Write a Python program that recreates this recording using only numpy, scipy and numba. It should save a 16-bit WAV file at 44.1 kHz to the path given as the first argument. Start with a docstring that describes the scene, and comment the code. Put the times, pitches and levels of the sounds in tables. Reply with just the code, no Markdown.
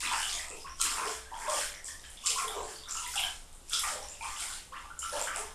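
"""Small tiled bathroom: a hand scoops bath water and pours it over a wet cat standing in the tub.
Trapped air rings as short rising bubbles, large and low in the slosh, tiny and dense in the spray;
water slapping water adds bright noise cracks, and the hard walls draw each sound out.
A single microphone adds its hiss and colour, over a low rumble; both channels are the same."""
import sys
import numpy as np
from scipy import signal
from scipy.fft import rfft, irfft, next_fast_len
from scipy.io import wavfile
from numba import njit

SR = 44100
rng = np.random.default_rng(int(sys.argv[2]) if len(sys.argv) > 2 else 0)


def log_audio(samples):
    """Write samples as a 16-bit WAV file to the path given in sys.argv[1]."""
    # one column per channel
    frames = np.atleast_2d(samples).T
    # limit to full scale, then quantise
    limited = np.clip(frames, -1, 1)
    pcm = np.round(limited * 32767).astype(np.int16)
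    wavfile.write(sys.argv[1], SR, pcm)


N = 244314


def from_db(db):
    """Amplitude of a level in dB."""
    return 10 ** (np.asarray(db) / 20)


def rms_one(x):
    """Scale to unit RMS."""
    return x / np.sqrt(np.mean(x ** 2) + 1e-20)


def at_hz(points, hz):
    """Read a (frequency, value) curve, linear over log frequency."""
    corner_hz, value = np.array(points).T
    return np.interp(np.log(hz + 1), np.log(corner_hz), value)


def background():
    """Steady hiss of the input stage (half-octave noise bands) and building rumble (resonant noise)."""
    # hiss spectrum: (frequency [Hz], relative density [dB per Hz])
    hiss_curve = [(59, -33), (100, -8.5), (481, -11), (1030, -11), (2220, -21), (3290, -15), (6250, -28),
                  (7690, -13.5), (11600, -25.5), (12900, -23), (14000, -53)]
    # rumble resonances: (frequency [Hz], pole width [Hz], RMS level [dB])
    rumble_modes = [(21.7, 13.3, -53), (62.4, 22.2, -59.5), (153.9, 17, -74)]
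    hiss_db = -59.5

    white = rng.standard_normal((2, N))
    edges_hz = 90 * 2 ** np.arange(0, 7.6, .5)
    hiss = 0
    for k, (low_hz, high_hz) in enumerate(zip(edges_hz, edges_hz[1:])):
        sos = signal.butter(2, [low_hz, high_hz], "band", fs=SR, output="sos")
        band = signal.sosfilt(sos, white[k % 2])  # neighbours use independent noise
        hiss = hiss + from_db(at_hz(hiss_curve, np.sqrt(low_hz * high_hz))) * band
    out = from_db(hiss_db) * rms_one(hiss)

    for hz, width_hz, level_db in rumble_modes:
        r = np.exp(-np.pi * width_hz / SR)
        sos = [[0.98, 0.0025, -1, 1, -2 * r * np.cos(2 * np.pi * hz / SR), r * r]] * 2
        settled = signal.sosfilt(sos, rng.standard_normal(N + SR))[SR:]
        out += from_db(level_db) * rms_one(settled)
    return out


def bathroom(spots):
    """Direct sound, one strong tile echo, standing waves, and looping paths that differ by spot."""
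    # reverberation of the tiled room: (frequency [Hz], T60 [s])
    tiles_t60 = [(100, 1), (500, 0.19), (1500, 0.32), (4000, 0.25), (8000, 0.19), (14000, 0.27)]
    # gain of the scattered sound: (frequency [Hz], gain [dB])
    scatter_gain = [(300, 5), (1000, 8), (3000, 4.5), (8000, 9.5), (14000, 9)]
    # standing waves over the tub: (frequency [Hz], T60 [s], relative level [dB])
    air_modes = [(440.7, 0.63, 2), (520, 1, -8), (579, 0.78, -4), (589, 0.49, -9), (625, 0.55, -3.5),
                 (691, 0.53, -5.5), (910, .5, -3.5), (970, 0.17, -6), (1058, 0.31, -1.5),
                 (1183, 0.38, -1.5), (1344, 0.37, -0.5)]
    first_echo_s, echo_db, modes_db = 0.01, -5, 14

    size = next_fast_len(N + SR // 2)
    hz = np.arange(size // 2 + 1) * SR / size
    travel = np.log(1000) / at_hz(tiles_t60, hz) + 2j * np.pi * hz  # loss and phase per second of path

    scatter = from_db(at_hz(scatter_gain, hz))
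    for lag_s in (.001317, .002903, .004731):  # near-allpass diffusers
        step = np.exp(-2j * np.pi * hz * lag_s)
        scatter = scatter * (step - .6) / (1 - 0.61 * step)

    standing = 0
    for mode_hz, mode_t60_s, gain_db in air_modes:
        detuning = 2j * np.pi * (hz - mode_hz) * mode_t60_s / np.log(1000)
        standing = standing + from_db(gain_db) / (1 + detuning)
    echo_delay = np.exp(-2j * np.pi * hz * first_echo_s)
    early = 1 + echo_delay * (from_db(echo_db) + from_db(modes_db) * standing)

    out = 0
    for x, shortest_s in zip(spots, (.0127, .01343, .01411)):
        lags_s = shortest_s * 1.1317 ** np.arange(13)
        loops = 0
        for k, lag_s in enumerate(lags_s):
            weight = (-1) ** k * np.sqrt(lag_s / lags_s.sum())
            loops = loops + weight / (np.exp(lag_s * travel) - 1)  # endless decaying repeats
        out = out + rfft(x, size) * (early + scatter * loops)
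    return irfft(out, size)[:N]


def microphone(x):
    """Presence peaks of the small capsule and its housing, and a falling top."""
    # broad response: (frequency [Hz], gain [dB])
    slope = [(20, -5), (9800, 0.5), (10600, 0), (13000, -3), (14300, -9)]
    # presence peaks: (frequency [Hz], width [Hz], gain [dB])
    peaks = [(3290, 860, 8), (5200, 620, 4), (7510, 920, 9), (9110, 850, 8)]

    size = next_fast_len(N + 4096)
    hz = np.arange(size // 2 + 1) * SR / size
    out = irfft(rfft(x, size) * from_db(at_hz(slope, hz)), size)[:N]
    for peak_hz, width_hz, gain_db in peaks:
        r = np.exp(-np.pi * width_hz / SR)
        b = [(1 - r * r) / 2, 0, (r * r - 1) / 2]
        a = [1, -2 * r * np.cos(2 * np.pi * peak_hz / SR), r * r]
        out = out + (from_db(gain_db) - 1) * signal.lfilter(b, a, out)
    return out


def slaps():
    """A sheet of water bursts on the surface: band-passed decaying noise, a crack of milliseconds."""
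    # slaps of water on water: (time [s], level [dB], decay time [s], low edge [Hz], high edge [Hz])
    slap_events = [(0.801, -38, .004, 3000, 12800), (0.814, -24, 0.004, 2440, 12800),
                   (1.497, -35.5, 0.0082, 2980, 10000), (2.263, -27, 0.0062, 2620, 8900),
                   (2.27, -24.5, 0.005, 2600, 8100), (2.303, -29, 0.0036, 2500, 8800),
                   (2.102, -43.5, 0.0031, 8800, 13500), (2.478, -32.5, 0.0036, 9000, 14100),
                   (3.074, -35.5, 0.0062, 9600, 14000), (3.157, -35.5, 0.009, 3470, 11400),
                   (3.198, -31.5, 0.0066, 10100, 14150), (3.696, -40.5, 0.0069, 4940, 11100),
                   (3.733, -28.5, 0.01, 2720, 7800), (3.794, -28, 0.0057, 9000, 14000),
                   (4.399, -39.5, 0.021, 3420, 11300), (4.993, -35.5, 0.0056, 6100, 11000),
                   (5.361, -26, 0.0014, 6100, 10900)]

    out, t = np.zeros(N), np.arange(2000) / SR
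    for start_s, level_db, decay_s, low_hz, high_hz in slap_events:
        burst = rng.standard_normal(len(t)) * np.exp(-t / max(decay_s, .0005))
        sos = signal.butter(2, [low_hz, high_hz], "band", fs=SR, output="sos")
        out[int(start_s * SR):][:len(t)] += from_db(level_db) * signal.sosfilt(sos, burst)
    return out


@njit
def ring_bubbles(out, start, height, hz, rise_octaves, cycles, sr):
    """Each bubble is a dying sine; its pitch climbs as it nears the surface."""
    for k in range(len(start)):
        length, phase = int(cycles[k] / hz[k] * sr), 0.
        for i in range(min(length, len(out) - start[k])):
            gone = i / length
            phase += 2 * np.pi * hz[k] * 2 ** (rise_octaves[k] * gone) / sr
            shape = 2 * min(1., 7 * gone) * (1 - gone) * np.exp(-gone)
            out[start[k] + i] += height[k] * shape * np.sin(phase)


def single_bubbles():
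    """Clear plops and drips; each air pocket breaks up and leaves two weaker bubbles close by."""
    # single bubbles: (time [s], level [dB], starting pitch [Hz], rise [octaves],
    #                  length [cycles of the starting pitch])
    bubble_events = [(0.038, -37, 1820, .3, 8.6), (.061, -38.5, 3841, .15, 19), (.065, -44, 900, 0.37, 11),
                     (.114, -29, 900, 0.45, 12.7), (0.121, -36.5, 1244, 0.6, 25),
                     (.135, -36, 2510, 0.14, 19), (0.181, -39.5, 5330, .19, 23),
                     (.185, -33.5, 1550, .12, 13), (.201, -39, 9350, 0.3, 17), (.23, -35, 2920, 0.054, 20),
                     (.293, -39.5, 3940, 0.9, 30), (.326, -38.5, 3370, 0.19, 13),
                     (.343, -50, 634, .28, 9.1), (.33, -33, 6200, .18, 11), (.393, -39.5, 1960, 0.15, 18),
                     (0.484, -39.5, 7360, 0.31, 9.2), (.505, -45, 417, 0.086, 7.4),
                     (.513, -46, 2490, 0.13, 18), (.607, -49, 4920, 0.13, 21), (.645, -42, 1068, 0.037, 22),
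                     (0.662, -49.5, 1147, 2.1, 29), (0.661, -52, 2580, 0.12, 20),
                     (0.695, -47.5, 5420, 0.19, 33), (.798, -39.5, 1340, 0.074, 21),
                     (.808, -31.5, 5880, 0.63, 22), (.835, -52.5, 414, .08, 5.3),
                     (.92, -36.5, 940, 0.62, 4.5), (.972, -36.5, 1030, 0.096, 13),
                     (.982, -26.5, 1160, .08, 3.8), (1.013, -42.5, 436, .092, 5.6),
                     (1.019, -37, 1380, 0.22, 8.4), (1.049, -42, 690, 0.058, 15),
                     (1.051, -41.5, 419, 0.078, 12), (1.072, -44.5, 2510, 0.54, 19),
                     (1.256, -54, 1570, 0.095, 52), (1.317, -40, 884, .08, 10.3),
                     (1.34, -40.5, 851, 0.32, 11.7), (1.341, -51.5, 2900, .31, 17),
                     (1.402, -44, 6060, 3.7, 9.7), (1.422, -48, 1600, 0.087, 34),
                     (1.457, -37.5, 1018, .08, 28), (1.477, -34, 595, 0.063, 23.6),
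                     (1.518, -35, 1084, .08, 11), (1.53, -50, 559, .068, 31), (1.561, -37, 8900, 0.15, 19),
                     (1.613, -36, 1530, .055, 9.9), (1.74, -39, 1880, .08, 9.3),
                     (1.749, -47, 5500, .15, 18), (1.845, -38.5, 7730, 0.17, 12),
                     (1.854, -51, 5500, .12, 18), (1.88, -56, 3240, .17, 18),
                     (1.885, -43.5, 1766, 0.081, 24), (2.04, -48, 1690, 0.044, 12),
                     (2.052, -54, 2960, 0.18, 16), (2.099, -51, 9500, .26, 16),
                     (2.173, -51.5, 3370, 0.16, 16), (2.236, -46, 1090, 0.068, 24),
                     (2.26, -31.5, 7060, 0.16, 20), (2.29, -51.5, 421, 0.78, 22),
                     (2.357, -33.5, 1042, 0.091, 47), (2.381, -34, 1324, 0.11, 16),
                     (2.445, -43.5, 433, 0.069, 9.2), (2.471, -42.5, 9200, 0.14, 15),
                     (2.48, -40, 3190, 0.26, 17), (2.541, -42, 417, .059, 14), (2.565, -41, 403, .06, 10),
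                     (2.63, -45.5, 6500, 0.82, 16), (2.679, -46.5, 1610, 0.18, 9.9),
                     (2.759, -49, 4280, 0.4, 59), (2.836, -49.5, 3380, .29, 22),
                     (2.873, -46.5, 1180, 0.97, 20), (2.887, -43, 5570, 0.23, 32),
                     (2.91, -35, 6900, .11, 15), (2.953, -35.5, 1240, .17, 8.5),
                     (2.968, -34.5, 6300, 0.15, 14), (2.972, -42, 2790, .15, 18),
                     (3.016, -44, 980, 0.043, 33), (3.062, -47.5, 2010, 0.064, 49),
                     (3.139, -37.5, 1390, 0.2, 9.8), (3.157, -39.5, 770, 0.14, 18.3),
                     (3.176, -32, 2590, 0.52, 26.5), (3.191, -48, 3120, .03, 40),
                     (3.198, -41, 736, .096, 22), (3.236, -34.5, 3020, .093, 25),
                     (3.237, -39.5, 1600, .08, 22), (3.529, -52, 7000, 1.3, 14), (3.709, -48, 1410, .1, 23),
                     (3.731, -35, 1373, 0.08, 11), (3.732, -32.5, 3070, 0.74, 22),
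                     (3.739, -31, 4740, 0.45, 19), (3.832, -39, 970, 1.31, 22.8),
                     (3.92, -41.5, 580, .093, 7.7), (3.955, -46.5, 497, 0.072, 13.7),
                     (3.982, -46.5, 797, 0.078, 19), (4.027, -47.5, 5360, .18, 40),
                     (4.03, -55, 820, .08, 21), (4.086, -44, 7100, .13, 19), (4.137, -52.5, 2640, .15, 17),
                     (4.208, -41, 840, 0.24, 17), (4.209, -41.5, 2310, 0.23, 26.4),
                     (4.226, -45, 8750, .15, 16), (4.229, -40.5, 874, 0.99, 23.4),
                     (4.318, -45, 1040, 0.5, 14), (4.365, -43.5, 2780, 0.65, 8.3),
                     (4.392, -44.5, 1370, .08, 20), (4.423, -42.5, 2030, .38, 15),
                     (4.474, -45, 1100, .08, 6.8), (4.5, -43, 1460, .1, 14), (4.512, -42, 8500, 0.46, 13),
                     (4.537, -43.5, 3660, 0.65, 16), (4.671, -68, 520, 0.023, 100),
                     (4.721, -47.5, 953, 2.1, 48), (4.722, -47, 1044, 0.087, 19),
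                     (4.762, -53.5, 2710, 0.16, 28), (4.842, -55, 1104, 0.071, 36),
                     (4.901, -45, 1360, 0.062, 28), (4.915, -66, 593, 0.031, 54),
                     (4.99, -40, 7030, .22, 26), (5.019, -48.5, 2890, 0.19, 48),
                     (5.028, -36, 1310, .062, 16.5), (5.063, -42, 9845, .15, 13),
                     (5.118, -44.5, 9300, .16, 32), (5.127, -35.5, 549, 0.06, 12.4),
                     (5.13, -41.5, 820, .25, 17.6), (5.183, -39, 900, 0.072, 16),
                     (5.214, -36, 7160, 0.14, 14), (5.272, -32, 1280, 1.12, 13.8),
                     (5.31, -36.5, 1260, 0.064, 11), (5.359, -49.5, 2010, 1.07, 54),
                     (5.363, -42.5, 610, 0.23, 7.3), (5.383, -49, 413, 0.049, 13),
                     (5.486, -57, 1640, 0.053, 21)]
    sibling_db, sibling_within_s, sibling_octaves = -3, .025, .17

    start_s, level_db, hz, rise_octaves, cycles = np.transpose(bubble_events)
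    cycles = np.clip(cycles, 2, 90)
    out = np.zeros((3, N))
    ring_bubbles(out[0], (start_s * SR).astype(int), from_db(level_db), hz, rise_octaves, cycles, SR)
    for spot in out[1:]:
        later, detune = rng.random((len(start_s), 2)).T
        start = ((start_s + sibling_within_s * later) * SR).astype(int)
        height = from_db(level_db + sibling_db)
        sibling_hz = hz * 2 ** (sibling_octaves * (detune - .4))
        ring_bubbles(spot, start, height, sibling_hz, rise_octaves, 0.87 * cycles, SR)
    return out


def swarm(s, level_db, base_hz, octaves, per_s, cycles, spread_db, gain_db):
    """Chance bubbles of uneven size at three spots, scaled by the level curve at their birth."""
    when, pitch, size, climb, kept, spot = rng.random((14000, 6)).T
    when_s = when * N / SR
    born = kept < per_s * N / SR / len(kept)
    hz = np.interp(when_s, s, base_hz * np.ones(len(s))) * 2 ** (octaves * (pitch - .33))
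    height = from_db(-spread_db * np.log(size + 0.038)) * born
    # level the swarm's overall power before the curve is applied
    height = height / np.sqrt(np.sum(height ** 2 * cycles / hz) / 3 * SR / N)
    height = height * from_db(np.interp(when_s, s, level_db) + gain_db)
    start = (when_s * SR).astype(int)
    out = np.zeros((3, N))
    for k in range(3):
        here = born * ((3 * spot).astype(int) == k)
        ring_bubbles(out[k], start, height, hz, 0.65 * climb, cycles * here, SR)
    return out


def surges(s, events, release_db_per_s):
    """Each surge in dB under its top, and time since the top: climb, sagging hold, release."""
    attack_depth_db, hold_sag_db_per_s = 21.5, 22.5
    start_s, attack_s, hold_s = np.transpose(events)[:3, :, None]
    attack_s = np.maximum(attack_s, .002)
    since_s = s - start_s - attack_s
    climb_db = attack_depth_db * np.minimum(since_s, 0) / attack_s
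    after_s = np.maximum(since_s, 0)
    held_s = np.clip(since_s, 0, np.maximum(hold_s, 0))
    fall_db = hold_sag_db_per_s * held_s + release_db_per_s * (after_s - held_s)
    return climb_db - fall_db, after_s


def together(shape_db, top_db, calm_db, pitch_hz=0, calm_hz=0):
    """Overlapping surges and calm dripping add in power; pitch is their power-weighted mean."""
    power = from_db(np.maximum(shape_db + top_db[:, None], -200)) ** 2
    calm = from_db(calm_db) ** 2
    total = power.sum(axis=0) + calm
    mean_hz = (np.sum(power * pitch_hz, axis=0) + calm * calm_hz) / total
    return 10 * np.log10(total), mean_hz


def gurgle_and_slosh(s):
    """Large bubbles gurgle where the hand ploughs; lower ones slosh, stronger under deeper gulps."""
    # gulps of air pulled under: (start [s], attack [s], hold [s], level [dB], pitch [Hz])
    gulps = [(0, 0.041, 0.011, -23, 1382), (0.083, 0.067, 0.18, -36.5, 1026),
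             (0.363, 0.061, 0.021, -43, 845), (0.454, 0.058, 0.012, -44, 482),
             (0.783, 0.023, 0.18, -29.5, 1332), (0.947, 0.067, 0.061, -30, 1010),
             (1.253, 0.037, 0.059, -41.5, 930), (1.346, 0.073, 0.037, -32, 1080),
             (1.457, 0.059, 0.036, -30, 750), (1.827, 0.035, 0.0068, -43.5, 1470),
             (2.223, 0.035, .01, -38.5, 1070), (2.356, .04, 0.013, -31, 1030),
             (2.459, .03, 0.04, -34.5, 958), (2.516, 0.044, .05, -33.5, 520),
             (2.8, 0.047, 0.0091, -40.5, 1185), (3.1, 0.078, 0.049, -38, 1042),
             (3.69, 0.043, .01, -36, 1445), (3.806, .03, 0.006, -25.5, 1123),
             (3.861, .06, 0.029, -39.5, 620), (4.004, .05, .12, -55, 840), (4.183, 0.032, 0.32, -42, 1088),
             (4.705, 0.035, 0.0091, -37.5, 1193), (4.798, 0.069, 0.078, -55, 1360),
             (4.994, 0.022, 0.058, -41, 1280), (5.109, 0.025, .05, -31.5, 680),
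             (5.239, 0.051, 0.0082, -32.5, 1280), (5.334, 0.023, 0.0078, -32, 1070),
             (5.455, 0.053, .01, -50, 890)]
    # gurgle bubbles: (pitch spread [octaves], rate [1/s], length [cycles],
    #                  size spread [dB per e-fold], gain [dB])
    gurgle_swarm = (1.87, 150, 14, 2.5, -12)
    # slosh bubbles: (base pitch [Hz], then the same columns)
    slosh_swarm = (333.5, 1.46, 59, 6.5, 2, -27.5)
    release_db_per_s, calm_db, calm_hz = 150.5, -65, 900
    sag_octaves_per_s = 0.89  # pockets grow as the hand sinks
    slosh_db_per_octave, slosh_at_hz = -5.5, 804  # deeper gulps move more water

    *_, top_db, top_hz = np.transpose(gulps)
    shape_db, since_s = surges(s, gulps, release_db_per_s)
    pitch_hz = top_hz[:, None] * 2 ** (-sag_octaves_per_s * since_s)
    gurgle_db, gurgle_hz = together(shape_db, top_db, calm_db, pitch_hz, calm_hz)
    slosh_db = gurgle_db + slosh_db_per_octave * np.log2(gurgle_hz / slosh_at_hz)
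    return swarm(s, gurgle_db, gurgle_hz, *gurgle_swarm) + swarm(s, slosh_db, *slosh_swarm)


def patter_and_spray(s):
    """Drops patter back as bubbles; fine spray fizzes as a dense swarm of tiny ones."""
    # splashes of the plunging, lifting and pouring hand: (start [s], attack [s], hold [s],
    #     patter level [dB], patter pitch [Hz], spray level [dB])
    splashes = [(0, 0.002, .01, -34, 2670, -31.5), (0.02, 0.11, 0.26, -31, 2784, -33),
                (0.528, 0.039, 0.015, -48, 3300, -44), (0.769, 0.038, 0.17, -33, 3085, -31.5),
                (1, 0.065, 0.035, -36, 2680, -34.5), (1.294, .1, 0.046, -43, 3510, -42.5),
                (1.44, .07, 0.039, -33, 2760, -31.5), (1.523, 0.055, 0.041, -33.5, 2790, -31),
                (1.829, 0.029, 0.005, -63, 2800, -37.5), (1.9, 0.11, 0.33, -49.5, 2800, -52),
                (2.217, 0.053, 0.0071, -27.5, 3860, -31), (2.327, 0.045, 0.0059, -36.5, 3510, -30.5),
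                (2.477, 0.039, 0.24, -43, 2330, -46.5), (2.58, 0.11, 0.026, -52, 2620, -42.5),
                (2.861, 0.034, 0.12, -45, 2780, -36.5), (2.94, 0.11, 0.0073, -38, 2750, -46),
                (3.054, .07, 0.014, -48, 3020, -33), (3.134, 0.033, 0.035, -30, 3210, -43),
                (3.214, 0.051, .01, -45, 3600, -38), (3.667, 0.054, 0.12, -36.5, 3530, -32.5),
                (3.816, 0.044, 0.046, -36, 2790, -35), (3.96, 0.041, .22, -49.5, 2900, -46.5),
                (4.2, 0.035, 0.26, -39.5, 2810, -40.5), (4.345, 0.037, 0.16, -39.5, 2900, -38.5),
                (4.686, 0.042, 0.087, -52.5, 2840, -56), (4.983, .03, 0.093, -58, 3500, -39),
                (5.005, .03, 0.011, -44, 3220, -55), (5.092, 0.039, 0.053, -38.5, 2900, -38),
                (5.174, 0.024, 0.0074, -36.5, 2700, -32), (5.306, 0.054, 0.012, -49.5, 2510, -36),
                (5.42, 0.037, 0.0083, -48, 2800, -49)]
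    # patter bubbles: (pitch spread [octaves], rate [1/s], length [cycles],
    #                  size spread [dB per e-fold], gain [dB])
    patter_swarm = (2.5, 454.5, 15.5, 2.5, -13)
    # spray bubbles: (base pitch [Hz], then the same columns)
    spray_swarm = (7813, 2.5, 1793, 8.5, 2.5, -13.5)
    release_db_per_s = 144
    calm_patter_db, calm_patter_hz, calm_spray_db = -72, 2900, -58  # dripping between splashes

    *_, patter_top_db, patter_top_hz, spray_top_db = np.transpose(splashes)
    shape_db, _ = surges(s, splashes, release_db_per_s)
    patter_db, patter_hz = together(shape_db, patter_top_db, calm_patter_db,
                                    patter_top_hz[:, None], calm_patter_hz)
    spray_db, _ = together(shape_db, spray_top_db, calm_spray_db)
    return swarm(s, patter_db, patter_hz, *patter_swarm) + swarm(s, spray_db, *spray_swarm)


def churned_water():
    """All bubble swarms stirred up by the hand, on a 4 ms control grid."""
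    s = np.arange(0, N / SR, .004)
    return gurgle_and_slosh(s) + patter_and_spray(s)


def scene():
    """The water in its room, heard by one capsule on both channels."""
    spots = churned_water() + single_bubbles()
    spots[1] += slaps()
    return np.tile(microphone(bathroom(spots)) + background(), (2, 1))


def record(dry):
    """A steep low-pass cuts the top."""
    cutoff_hz = 14700
    return signal.sosfilt(signal.cheby2(12, 70, cutoff_hz, fs=SR, output="sos"), dry)


dry = scene()
out = record(dry)
log_audio(out)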